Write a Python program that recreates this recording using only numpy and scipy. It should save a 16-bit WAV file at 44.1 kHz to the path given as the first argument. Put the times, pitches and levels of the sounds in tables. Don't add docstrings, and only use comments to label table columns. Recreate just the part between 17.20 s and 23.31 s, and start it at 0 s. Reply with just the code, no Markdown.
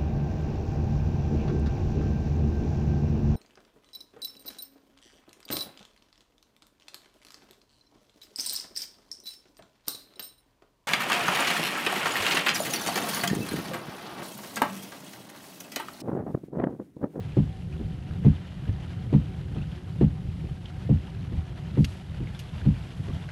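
import sys
import numpy as np
from scipy import signal
from scipy.fft import rfft, irfft, next_fast_len
from scipy.io import wavfile

SR = 44100
rng = np.random.default_rng(int(sys.argv[2]) if len(sys.argv) > 2 else 0)


def output_pcm(signal):
    pcm = np.clip(np.atleast_2d(signal).T, -1, 1) * 32767
    wavfile.write(sys.argv[1], SR, np.round(pcm).astype(np.int16))


N = 269451
TIME = np.arange(N) / SR

# pitch_hz, relative_db (power per Hz)
PATTER_COLOUR = [(300, -6.5), (600, 7), (900, 5), (1150, 1.5), (1600, 3), (2400, -0.5), (3100, 1),
                 (4000, -5), (5200, -14), (7000, -18), (12000, -45)]
SPRAY_COLOUR = [(3000, 4.5), (5000, 1.5), (6400, -3.5), (7500, -3.5), (10000, -5.5), (11600, -5),
                (12100, -15.5), (13000, -25.5)]
ROOF_COLOUR = [(20, -63.5), (35, -1.5), (50, 2), (85, 9), (105, 6), (140, 7), (180, 5.5), (220, -8.5),
               (300, -12.5), (400, -20.5), (520, -19.5), (900, -58)]
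SLAP_COLOUR = [(120, 2.5), (230, 4.5), (350, -1.5), (450, -6.5), (560, -12.5), (700, -18.5), (950, -22.5),
               (1400, -34), (3000, -36.5), (9000, -65)]
SPLASH_COLOUR = [(300, -7), (900, -11), (1500, -4), (2300, 3), (3000, 8), (3700, 0.5), (4400, 5),
                 (5500, -3.5), (6600, -0.5), (7500, -19), (13000, -35)]

# time_s, level_db
RAIN_LEVEL = [(0.0, -54), (0.51, -58), (1.17, -54), (3.27, -57), (3.84, -55), (4.46, -55), (5.43, -53),
              (6.11, -52.5)]
SPRAY_LEVEL = [(0.0, -71.5), (1.0, -72.5), (2.07, -72), (4.37, -72), (5.38, -70), (5.67, -67.5),
               (6.11, -68)]
ROOF_LEVEL = [(0.0, -35), (0.37, -36), (1.02, -32), (1.22, -39), (2.01, -32.5), (2.47, -37), (2.98, -35),
              (3.37, -38.5), (4.63, -36), (4.81, -42.5), (5.38, -37.5), (6.11, -38.5)]
PATTER_TRIM_DB, SPRAY_TRIM_DB, ROOF_TRIM_DB = 1.5, 6, 0.5
FLING_DB, FLING_HOLD_S = 1, 0.097

# after_bottom_turn_s, hum_hz, whine_db (both before their random drift)
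MOTOR_CYCLE = [(0.08, 352, -68.5), (0.17, 386, -59.5), (0.205, 369.5, -63), (0.25, 393.6, -68),
               (0.33, 372.6, -78), (0.55, 383, -60), (0.621, 355, -65), (0.76, 377, -61),
               (0.87, 384.3, -75.5)]
SHUDDER_DB, SHUDDER_POWER = -33, 1.98

# start_s, level_db (before an 8 dB cut), pitch_hz
NEAR_DROPS = [(0.1201, -42, 2450), (0.5252, -43, 2590), (0.9098, -40, 1330), (1.4524, -38.5, 1640),
              (2.3467, -45, 3053), (2.4169, -41.5, 2690), (2.5164, -40, 3200), (3.4565, -35, 3130),
              (3.4998, -41, 1410), (5.0714, -37.5, 2140), (5.1477, -39, 3470), (5.4131, -37, 1630),
              (5.9004, -41, 1170), (6.0888, -34, 1680)]

# start_s, flip_db, knock_db, hardness (factor on the contact cut), frame_clack_db
BOTTOM_TURNS = [(0.1654, -22.5, 0.4, 0.78, -8.5), (1.0444, -23, 2.2, 1.23, -19),
                (1.9252, -21.5, 1.3, 1.05, -13.5), (2.8076, -21.5, 0.9, 1.02, -10),
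                (3.6881, -26.5, 3.5, 0.65, -16), (4.5694, -25.5, 0.7, 0.98, -13),
                (5.4496, -29.5, 2, 0.78, -30)]
# start_s, flip_db, knock_db, hardness (factor on the contact cut)
TOP_TURNS = [(0.596, -34.5, -7, 0.8), (1.471, -36, -14.5, 1.24), (2.351, -33.5, -13, 1.33),
             (3.235, -37, -13.5, 0.8), (4.117, -35, -10, 0.87), (4.996, -34.5, -11, 1.12),
             (5.874, -34.5, -10, 0.85)]
# delay_s, level_db (added to the knock),
# contact_cut_hz (before the hardness factor)
BOTTOM_CONTACTS = [(0.01, -12, 900), (0.024, -2, 222), (0.037, -8.5, 115), (0.062, -17, 450)]
TOP_CONTACTS = [(0.017, -1, 90), (0.056, -2, 80)]

# pitch_hz, level_db, time_to_fall_60_db_s
BODY_MODES = [(61.7, -22, 0.31), (84.5, -17.5, 0.25), (122, 4, 0.076), (147.7, -1, 0.13), (189, -19, 0.11),
              (200.1, -4, 0.12), (269.8, -10.5, 0.12), (392, -24, 0.023), (486, -24, 0.057)]
FRAME_MODES = [(315, -7, 0.081), (364, -1.5, 0.068), (439, -3.5, 0.036)]
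BOOM_MODES = [(98, 0, 0.069)]
BOOM_DELAY_S, BOOM_DB = 0.01685, 0.5
# start_s, level_db
BUMPS = [(1.4874, 3), (3.759, 2), (4.175, -1)]

# start_s, level_db, fade_s, fine_spray_db
SPLASHES = [(4.6442, -31, 0.0045, -41.5), (5.191, -44, 0.012, -48)]
RUNOFF_DB, RUNOFF_LEAD_S, RUNOFF_FADE_S = -17, 0.075, 0.098


def from_db(db):
    return 10 ** (np.asarray(db) / 20)


def rms_one(x):
    return x / np.sqrt(np.mean(x ** 2) + 1e-20)


def colour(x, spectrum):
    size = next_fast_len(N + SR // 2, True)
    hz, db = np.transpose(spectrum)
    log_hz = np.log(np.maximum(np.fft.rfftfreq(size, 1 / SR), 1))
    below = np.maximum(np.log(hz[0]) - log_hz, 0)
    bass_fall = np.exp(-2 * below)
    gain = rms_one(from_db(np.interp(log_hz, np.log(hz), db)) * bass_fall)
    cepstrum = irfft(np.log(gain + 1e-6), size)
    cepstrum[1:size // 2] *= 2
    cepstrum[size // 2 + 1:] = 0
    response = np.exp(rfft(cepstrum))
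    return irfft(rfft(x, size) * response, size)[:N]


def drift(rate):
    step = 40
    r = np.exp(-2 * step * np.pi * rate / SR)
    noise = rng.standard_normal(N // step + 2002)
    slow = signal.lfilter([1], [1, -2 * r, r * r], noise)[2000:]
    return np.interp(np.arange(N) / step, np.arange(len(slow)), rms_one(slow))


def resonate(x, hz, width):
    r = np.exp(-np.pi * width / SR)
    top = np.array([1, 0, -1]) * (1 - r * r) / 2
    bottom = [1, -2 * r * np.cos(2 * np.pi * hz / SR), r * r]
    return signal.lfilter(top, bottom, x + 1e-18)


def impacts(per_s, spread_db):
    sizes = from_db(spread_db * np.minimum(rng.exponential(1, N), 4))
    signs = rng.choice([-1, 1], N)
    return rms_one(sizes * signs * (rng.random(N) < per_s / SR))


def burst(start, rise, hold, fade):
    age = TIME - start
    return np.clip(age / rise, 0, 1) * np.exp(-np.clip((age - hold) / fade, 0, 20))


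def push(start, cut_hz):
    age = np.clip((TIME - start) * 2 * np.pi * cut_hz, 0, 20)
    force = age * np.exp(-age)
    return force / force.sum()


def strike(force, modes, swell_s):
    age = TIME[:SR // 2]
    ringing = sum(from_db(db - 60 * age / t60) * np.sin(2 * np.pi * hz * age)
                  for hz, db, t60 in modes)
    swell = 1 - np.exp(-age / swell_s)
    return signal.fftconvolve(force, swell * ringing)[:N]


def cabin(x, wet_db, fade, count=8):
    age = TIME[:SR // 20]
    part, out = rng.integers(count, size=N), 0
    for k in range(count):
        echoes = rng.standard_normal(len(age)) * np.exp(-age / fade) * (age > .001)
        response = from_db(wet_db) * echoes / np.linalg.norm(echoes)
        response[0] = 1
        response = response / np.linalg.norm(response)
        out = out + signal.oaconvolve(x * (part == k), response)[:N]
    return out


def pats(per_s, cycles, spread_db, count=40):
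    pitches = np.geomspace(600, 6500, count)
    drops, spot = impacts(per_s, spread_db), rng.integers(count, size=N)
    return rms_one(sum(resonate(drops * (spot == k), hz, hz / cycles)
                       for k, hz in enumerate(pitches)))


def rain_on_glass():
    flurry = from_db(3.5 * drift(15))
    ticks = cabin(impacts(per_s=1900 * flurry, spread_db=3.0), wet_db=5, fade=0.0027)
    ringing = pats(per_s=900 * flurry, cycles=14.5, spread_db=3.5)
    wash = rng.standard_normal(N)
    mix = from_db(-0.5) * ticks + from_db(-8.0) * ringing + from_db(-5.5) * wash
    patter = rms_one(colour(mix, PATTER_COLOUR))
    fling_db = FLING_DB * sum(burst(s, rise=0.015, hold=FLING_HOLD_S, fade=0.027)
                              for s, *_ in TOP_TURNS)
    patter_db = PATTER_TRIM_DB + np.interp(TIME, *np.transpose(RAIN_LEVEL)) + fling_db

    droplets = impacts(per_s=6000 * flurry, spread_db=3.5)
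    spray = rms_one(colour(from_db(-0.5) * droplets + rng.standard_normal(N), SPRAY_COLOUR))
    spray_db = SPRAY_TRIM_DB + np.interp(TIME, *np.transpose(SPRAY_LEVEL))
    return from_db(patter_db) * patter + from_db(spray_db) * spray


def rain_on_roof():
    roof_db = ROOF_TRIM_DB + np.interp(TIME, *np.transpose(ROOF_LEVEL))
    return from_db(roof_db) * colour(impacts(per_s=900, spread_db=2.0), ROOF_COLOUR)


def wiper_motor():
    bottoms = [row[0] for row in BOTTOM_TURNS]
    age = (TIME - bottoms[0]) % np.mean(np.diff(bottoms))
    s, hz, db = np.transpose(MOTOR_CYCLE)
    hum_hz = np.interp(age, s, hz) * (1 + 0.005 * drift(13.0))
    phase = 2 * np.pi * np.cumsum(hum_hz) / SR
    whine = from_db(np.interp(age, s, db) + 2.8 * drift(4.1)) * np.sin(2 * phase)
    hum = from_db(-61.5 + 4.4 * drift(14)) * np.sin(phase)
    fading = from_db(np.interp(TIME, [4.4, 5.0], [0, -5]))
    return np.sqrt(2) * fading * (whine + hum)


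def sweep_speed():
    turns = sorted(row[0] for row in BOTTOM_TURNS + TOP_TURNS)
    sweep_s = np.mean(np.diff(turns))
    turns = [turns[0] - sweep_s, *turns, turns[-1] + sweep_s]
    return np.abs(np.sin(np.pi * np.interp(TIME, turns, np.arange(len(turns)))))


def wiper_sweep():
    speed = sweep_speed()
    swish = from_db(-51.5) * speed * colour(rng.standard_normal(N), SLAP_COLOUR)
    slowness = (1 - speed ** 2) ** (SHUDDER_POWER / 2)
    shaking = colour(impacts(per_s=600, spread_db=2.0), ROOF_COLOUR)
    return swish + from_db(SHUDDER_DB) * slowness * shaking


def near_drops():
    fizz = rng.standard_normal(N)
    taps = 0
    for s, db, hz in NEAR_DROPS:
        tone = rms_one(resonate(fizz, hz, 0.096 * hz))
        taps = taps + from_db(db - 8) * burst(s, rise=0.0007, hold=0.0015, fade=0.0072) * tone
    return signal.sosfilt(signal.butter(2, 6000, fs=SR, output="sos"), taps)


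def wiper_flips():
    flipping = sum(from_db(db) * burst(s + 0.00078, rise=0.003, hold=0.019, fade=0.018)
                   for s, db, *_ in BOTTOM_TURNS + TOP_TURNS)
    return colour(flipping * impacts(per_s=1100, spread_db=0.5), SLAP_COLOUR)


def wiper_knocks():
    on_body = 0
    for turns, contacts in ((BOTTOM_TURNS, BOTTOM_CONTACTS), (TOP_TURNS, TOP_CONTACTS)):
        for s, _, knock_db, hardness, *_ in turns:
            for delay, db, cut_hz in contacts:
                on_body = on_body + from_db(knock_db + db) * push(s + delay, hardness * cut_hz)
    on_frame = sum(from_db(clack_db) * push(s + 0.00327, cut_hz=560)
                   for s, *_, clack_db in BOTTOM_TURNS)
    clacks = strike(on_frame, FRAME_MODES, swell_s=0.0023)
    return clacks - strike(on_body, BODY_MODES, swell_s=0.0067)


def cabin_boom():
    knocks = sum(from_db(knock_db + BOOM_DB) * push(s + BOOM_DELAY_S, cut_hz=185)
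                 for s, _, knock_db, *_ in BOTTOM_TURNS)
    bumps = sum(from_db(db) * push(s, cut_hz=98) for s, db in BUMPS)
    return -strike(knocks + bumps, BOOM_MODES, swell_s=0.013)


def fat_splashes():
    splash, spray, runoff = 0, 0, 0
    for s, db, fade, spray_db in SPLASHES:
        splash = splash + from_db(db) * burst(s, rise=0.00071, hold=0.0042, fade=fade)
        spray = spray + from_db(spray_db) * burst(s, rise=0.0014, hold=0.0052, fade=fade)
        wash = burst(s - RUNOFF_LEAD_S, rise=0.023, hold=0.15, fade=RUNOFF_FADE_S)
        runoff = runoff + from_db(spray_db + RUNOFF_DB) * wash
    return (colour(splash * rng.standard_normal(N), SPLASH_COLOUR) + spray * rng.standard_normal(N)
            + colour(runoff * impacts(per_s=6300, spread_db=3.0), SPRAY_COLOUR))


def scene():
    rain = rain_on_glass() + rain_on_roof()
    wipers = wiper_motor() + wiper_sweep() + wiper_flips() + wiper_knocks()
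    return (rain + wipers + near_drops() + cabin_boom() + fat_splashes())[None]


def record(dry):
    thin = signal.sosfilt(signal.butter(2, 32, "high", fs=SR, output="sos"), dry)
    return signal.sosfilt(signal.ellip(10, .2, 80, 13100, fs=SR, output="sos"), thin)


dry = scene()
out = record(dry)
output_pcm(out)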